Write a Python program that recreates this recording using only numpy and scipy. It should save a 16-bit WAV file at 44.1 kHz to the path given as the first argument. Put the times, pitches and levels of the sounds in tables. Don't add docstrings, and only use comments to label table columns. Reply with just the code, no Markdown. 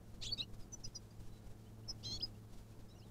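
import sys
import numpy as np
from scipy import signal
from scipy.fft import rfft, irfft
from scipy.io import wavfile
from scipy.ndimage import uniform_filter1d

SR = 44100
rng = np.random.default_rng(int(sys.argv[2]) if len(sys.argv) > 2 else 0)


def wrap_up_sound(samples):
    columns = np.atleast_2d(samples).T
    tamed = np.clip(columns, -1, 1)
    steps = np.round(tamed * 32767).astype(np.int16)
    wavfile.write(sys.argv[1], SR, steps)


def rack_gain(trim_db):
    fader = np.asarray(trim_db, float)
    return 10 ** (fader / 20)


N = 136710

# (f/Hz, level/dB per Hz)
WIND = [(20, -2), (60, 1), (130, -6), (300, -11), (700, -18.5), (1500, -28.5), (4000, -49)]


def read(points, hz):
    f, value = np.transpose(points)
    return np.interp(np.log(abs(hz) + 1), np.log(f + 1), value)


def curve(points, t, col=1):
    rows = np.array(points, float)
    return np.interp(t, rows[:, 0], rows[:, col])


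def drift(n, seconds):
    size = max(int(seconds * SR), 2)
    noise = rng.standard_normal(n + 4 * size)
    smooth = uniform_filter1d(uniform_filter1d(noise, size), size)
    return smooth[2 * size:][:n] * np.sqrt(1.5 * size)


def coloured(spectrum):
    gain = rack_gain(read(spectrum, np.fft.rfftfreq(N, 1 / SR)))
    noise = irfft(rfft(rng.standard_normal(N)) * gain, N)
    return noise / noise.std()


def tones(lines, waver_hz, waver_db, seconds):
    t = np.arange(N) / SR
    total = np.zeros(N)
    for hz, db in lines:
        level = rack_gain(db + waver_db * drift(N, seconds))
        turns = hz * t + np.cumsum(waver_hz * drift(N, seconds)) / SR + rng.random()
        total += np.sqrt(2) * level * np.sin(2 * np.pi * turns)
    return total


def add(mix, s, sound):
    part = mix[round(s * SR):][:len(sound)]
    part += sound[:len(part)]


def echoed(x, db, t60):
    t = np.arange(int(0.3 * SR)) / SR
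    tail = rng.standard_normal(len(t)) * rack_gain(-60 * t / t60) * (t > 0.006)
    return x + rack_gain(db) * signal.fftconvolve(x, tail / np.linalg.norm(tail))[:N]


def camera_hiss():
    # (f/Hz, level/dB per Hz)
    hiss_colour = [(900, -7.5), (1600, -7.5), (4000, -5.5), (7000, -7), (15500, -18.5)]
    # (f/Hz, level/dB)
    whine = [(5700, -98.5), (6500, -103.5)]
    hiss = coloured(hiss_colour) * rack_gain(-75.5 + 2.0 * drift(N, 0.025))
    return hiss + tones(whine, waver_hz=26.4, waver_db=-0.5, seconds=0.008)


def supply_sags():
    # (dip t/s, rebound after/s, dip level/dB, rebound level/dB)
    sags = [(0.143, 0.071, -43, -41.5), (0.261, 0.048, -44.5, -42.5), (0.537, .068, -42, -42.5),
            (0.802, 0.069, -44.5, -40.5), (1.2, 0.073, -43, -42.5), (1.332, 0.025, -46.5, -55),
            (1.469, 0.041, -44.5, -45.5), (1.882, 0.042, -48, -46), (2.142, 0.046, -46.5, -46),
            (2.257, 0.026, -47, -49), (2.53, 0.048, -45.5, -46.5), (2.795, 0.054, -47, -47)]
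    dip_s, rebound_s, buzz_s = 0.0056, 0.012, 0.0077
    t, thump, stir = np.arange(N) / SR, np.zeros(N), np.zeros(N)
    for s, gap, dip_db, rebound_db in sags:
        dip = np.exp(-((t - s) / dip_s) ** 2)
        rebound = np.exp(-((t - s - gap) / rebound_s) ** 2)
        thump += rack_gain(rebound_db) * rebound - rack_gain(dip_db) * dip
        stir += rack_gain(dip_db + 43.0) * (dip + 0.43 * rebound)
    keep = np.exp(-1 / (buzz_s * SR))
    stir = signal.lfilter([1 - keep], [1, -keep], stir) * rack_gain(1) * 2
    return thump - uniform_filter1d(thump, int(0.25 * SR)), stir


def wind(bird):
    open_db, open_at_db, open_s = 7.5, -46.5, 0.028
    size = int(open_s * SR)
    power = abs(uniform_filter1d(uniform_filter1d(bird ** 2, size), size))
    gate = rack_gain(open_db * power / (power + rack_gain(2 * open_at_db)))
    return coloured(WIND) * rack_gain(-59.5 + 1 * drift(N, 0.025)) * gate


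def steady_drone():
    # (f/Hz, level/dB)
    hum = [(176.5, -70), (352, -81.5)]
    return tones(hum, waver_hz=0.88, waver_db=2.0, seconds=0.05)


def engine():
    # (t/s, firing f/Hz, level/dB)
    running = [(0.0, 113.7, -61), (0.01, 109.8, -64), (0.3, 109.6, -55), (0.69, 108.4, -61.5),
               (0.85, 108.4, -61), (0.88, 108.5, -49), (0.9, 108.7, -79), (0.93, 108.6, -59.5),
               (1.19, 108.5, -60), (2.02, 108.8, -56.5), (2.08, 107.9, -53), (2.62, 108.7, -61.5),
               (2.62, 108.4, -63), (2.71, 109, -59), (3.01, 108.2, -61), (3.1, 112, -56)]
    orders = [-0.5, -9.5, -17, -18.5]
    t = np.arange(N) / SR
    turns = np.cumsum(curve(running, t) + 0.9 * drift(N, 0.034)) / SR
    total = np.zeros(N)
    for k, db in enumerate(orders, 1):
        level = rack_gain(curve(running, t, col=2) + db + 1.07 * drift(N, 0.038))
        total += level * np.sin(2 * np.pi * (k * turns + rng.random()))
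    return np.sqrt(2) * total


def far_birds():
    # (start t/s, length/s, level/dB, first f/Hz, last f/Hz)
    peeps = [(0.6, 0.042, -68.5, 5300, 4720), (0.87, 0.015, -72, 6600, 6500), (1.104, .02, -77, 6400, 6300),
             (0.863, 0.022, -65, 4970, 5240), (2.718, 0.026, -77, 2370, 2690),
             (2.77, 0.016, -77, 4702, 4930), (2.928, 0.026, -75, 4000, 3746),
             (0.848, 0.02, -65, 2500, 2990), (1.105, 0.018, -67.5, 4740, 4820),
             (1.308, 0.09, -71.5, 4006, 3910), (1.657, 0.027, -71.5, 2910, 3150),
             (1.83, 0.028, -72, 2640, 3260), (2.344, 0.021, -73.5, 2570, 2880),
             (2.943, 0.028, -70.5, 5600, 5960), (2.883, 0.033, -67.5, 5030, 5530),
             (2.898, 0.039, -68, 3790, 4040), (2.947, 0.039, -74.5, 2660, 2970),
             (2.977, 0.039, -63.5, 6060, 4696), (3.006, 0.075, -73, 4580, 3460),
             (3.009, 0.04, -66.5, 2520, 3380), (0.362, 0.024, -66, 4610, 4830)]
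    x = np.zeros(N)
    for s, length, db, first_hz, last_hz in peeps:
        u = np.arange(0, length, 1 / SR) / length
        hz = (first_hz + (last_hz - first_hz) * u) * (1 + 0.006 * drift(len(u), 0.003))
        flutter = rack_gain(2.5 * drift(len(u), 0.004)) * np.sin(np.pi * u) ** 0.7
        add(x, s, rack_gain(db) * flutter * np.sin(2 * np.pi * np.cumsum(hz) / SR))
    return echoed(x, db=-15, t60=0.15)


def sing(mix, low, high, mixed_db, shown=1, extra=(), harsh_db=0, harsh_s=1, share=1, raspy=False):
    # (f/Hz, level/dB)
    throat = [(1700, -19.5), (2700, -2), (4200, 0.5), (5300, -5.5), (7000, -9.5), (8500, -10), (9400, -25),
              (11000, -36)]
    pairs = [(2, 0), (1, 1), (-1, 2), (2, -1), (0, 2), (3, 0), (2, 1), (-2, 3), (1, 2), (0, 3), (1, 0),
             (4, -1)]
    voices = [low, low if high is None else high]
    begin = min(v[0][0] for v in voices) - 0.004
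    end = max(v[-1][0] for v in voices) + 0.004
    t = np.arange(begin, end, 1 / SR)
    turn, shut, effort = [], [], []
    for v, multiple in zip(voices, (shown, 1)):
        hz = uniform_filter1d(curve(v, t), 80) * (1 + 0.0022 * drift(len(t), 0.00088))
        closing = -12000 * (np.maximum(v[0][0] - t, 0) + np.maximum(t - v[-1][0], 0))
        level = uniform_filter1d(curve(v, t, col=2) + closing, 40)
        turn.append((hz, 2 * np.pi * (np.cumsum(hz) / SR + rng.random())))
        shut.append(closing)
        effort.append(level - read(throat, multiple * hz))
    (low_hz, low_turn), (high_hz, high_turn) = turn
    harsh = harsh_db * np.exp(-((t - t[0]) / harsh_s) ** 4)

    partials = [(shown, 0, 0, 1)]
    if high is not None:
        partials.append((0, 1, 0, 1))
    partials += [(m, n, db, share) for (m, n), db in zip(pairs, mixed_db)]
    partials += [(m, n, db, 1) for m, n, db in extra]
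    out = np.zeros(len(t))
    for m, n, db, lift in partials:
        if n == 0:
            level = effort[0]
        elif m == 0:
            level = effort[1]
        else:
            level = (effort[0] + effort[1]) / 2 + 0.5 * (shut[0] + shut[1])
        rough = (2.2 * drift(len(t), 0.0032) + harsh * lift) * (db != 0)
        phase = m * low_turn + n * high_turn + 2 * np.pi * rng.random()
        out += rack_gain(level + db + rough + read(throat, m * low_hz + n * high_hz)) * np.cos(phase)
    rasp = rack_gain(-15.5 + 0.34 * harsh) * drift(len(t), 0.00055) * raspy
    add(mix, t[0], np.sqrt(2) * out * (1 + rasp))


def note(start, length, db, hz, drop, peak, hook=0):
    settle_s, edge_db = 0.008, -21
    u = np.linspace(0, 1, 13)
    pitch = hz * (1 + drop * (np.exp(-u * length / settle_s) + hook * u ** 2))
    from_peak = abs(u - peak) / np.where(u < peak, peak, 1 - peak)
    return list(zip(start + u * length, pitch, db + edge_db * from_peak ** 2.24))


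def chirps(mix):
    # (start t/s, length/s, low level/dB, low f/Hz, high level/dB)
    pips = [
        (0.721, 0.032, -46, 5960, -60.5),
        (0.835, 0.033, -47.5, 4865, -50),
        (0.946, 0.035, -47.5, 4853, -48.5),
        (1.879, 0.043, -42.5, 5180, -49.5),
    ]
    high_pitch = [7040, 5550, 5580, 5630]
    drops = [0.066, 0.22, 0.15, 0.065]
    peaks = [0.71, 0.43, 0.43, 0.51]
    mixes = [
        [-5, -8, -32, -36],
        [-1, -6, -28, -32],
        [-1, -7, -24, -28],
        [-6, -10, -20, -32],
    ]
    lag_s = 0.003
    for pip, high_hz, drop, peak, mixed in zip(pips, high_pitch, drops, peaks, mixes):
        s, length, db, hz, high_db = pip
        low = note(s, length, db, hz, drop, peak)
        high = note(s + lag_s, length - lag_s, high_db, high_hz, drop, peak, hook=0.36)
        sing(mix, low, high, mixed)


def whistles(mix):
    # (t/s, f/Hz, level/dB)
    whistle = [(0.302, 4500, -66), (0.315, 4480, -52), (0.326, 4430, -36), (.337, 4567, -36),
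               (0.345, 4910, -55), (0.345, 4550, -44), (0.351, 3720, -67)]
    flick = [(2.2, 4080, -55), (2.206, 5300, -53), (2.216, 6615, -90)]
    slide = [(2.202, 2470, -67), (2.214, 3300, -43), (2.216, 3320, -52.5), (2.221, 5206, -55),
             (2.228, 4870, -40.5), (2.236, 5022, -36), (2.248, 5043, -41), (2.264, 4810, -64)]
    octave = [-26.5]
    for voice in (whistle, flick, slide):
        sing(mix, voice, None, octave)


def rising_call(mix):
    # (t/s, f/Hz, level/dB)
    low = [(0.215, 1640, -99), (0.225, 1737, -77.5), (0.235, 1870, -69), (0.243, 2195, -66.5),
           (0.252, 2576, -61), (.261, 2930, -51), (0.271, 3450, -46.5), (0.282, 3540, -53),
           (0.295, 3270, -46), (0.307, 3420, -52.5), (.316, 3700, -63)]
    high = [(0.212, 2163, -81), (0.222, 2255, -66), (0.239, 2810, -56.5), (0.251, 3260, -51),
            (0.268, 3790, -51), (.282, 3980, -50), (.291, 4170, -78)]
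    mixed = [-6.5, -5.5, -15, -30, -7, -17, -8.5, -19, -14, -8.5]
    sing(mix, low, high, mixed, raspy=True, harsh_db=10, harsh_s=0.071)


def bending_call(mix):
    # (t/s, f/Hz, level/dB)
    low = [(0.371, 2240, -76), (0.384, 2680, -57.5), (0.4, 2570, -71)]
    high = [(0.377, 3900, -56), (0.393, 3654, -43), (0.41, 3950, -36.5), (0.417, 4170, -43),
            (.425, 4350, -76)]
    ending = [(.405, 2464, -75), (0.419, 2650, -50), (.431, 2955, -50.5), (.439, 2784, -56.5),
              (0.451, 3070, -75)]
    bend_mix = [3.5, -4, -7, -24, -23, -1]
    end_mix = [-8]
    sing(mix, low, high, bend_mix, raspy=True)
    sing(mix, ending, None, end_mix, extra=[(3 / 2, 0, -9)])


def long_call(mix):
    # (t/s, f/Hz, level/dB)
    low = [(2.029, 1655, -74), (2.046, 1809, -56.5), (2.055, 1992, -48), (2.066, 2046, -46),
           (2.095, 2065, -49.5), (2.121, 2068, -44.5), (2.147, 2166, -45.5), (2.173, 2212, -53),
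           (2.181, 1950, -61)]
    high = [(2.031, 2800, -68), (2.052, 3284, -56.5), (2.077, 3215, -55.5), (2.11, 3207, -58),
            (2.13, 3364, -54), (2.167, 3414, -58), (2.173, 3310, -52), (2.18, 3800, -70)]
    mixed = [-64, -4, -41, -43, 0, -5, -21, -22, -39, -34, -19.5, -22]
    # (multiple of low, multiple of high, level/dB)
    spray = [(4, 0, -29), (7, -2, -24), (3, 1, -31), (5, 0, -31), (2, 2, -18), (4, 1, -12), (-1, 3, -27),
             (5, -1, -23), (6, -2, -26)]
    sing(mix, low, high, mixed, shown=2, raspy=True, harsh_db=19, harsh_s=0.029, share=0.48, extra=spray)


def near_bird():
    x = np.zeros(N)
    for call in (rising_call, whistles, bending_call, long_call, chirps):
        call(x)
    return x


def scene():
    bird = echoed(far_birds() + near_bird(), db=-25, t60=0.11)
    return (bird + steady_drone() + engine() + wind(bird))[None]


def low_pass(x):
    return signal.sosfilt(signal.butter(12, 15630, fs=SR, output="sos"), x)


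def record(dry):
    thump, stir = supply_sags()
    loudness = abs(uniform_filter1d(abs(dry[0]), 300))
    grit = rack_gain(-49) * np.sqrt(loudness) * rng.standard_normal(N)
    jolt = rack_gain(-60) * stir * coloured(WIND)
    x = dry + thump + camera_hiss() * (1 + stir) + grit + jolt
    x = irfft(rfft(x) * (np.fft.rfftfreq(N, 1 / SR) < 15680), N)
    return low_pass(x)


dry = scene()
out = record(dry)
wrap_up_sound(out)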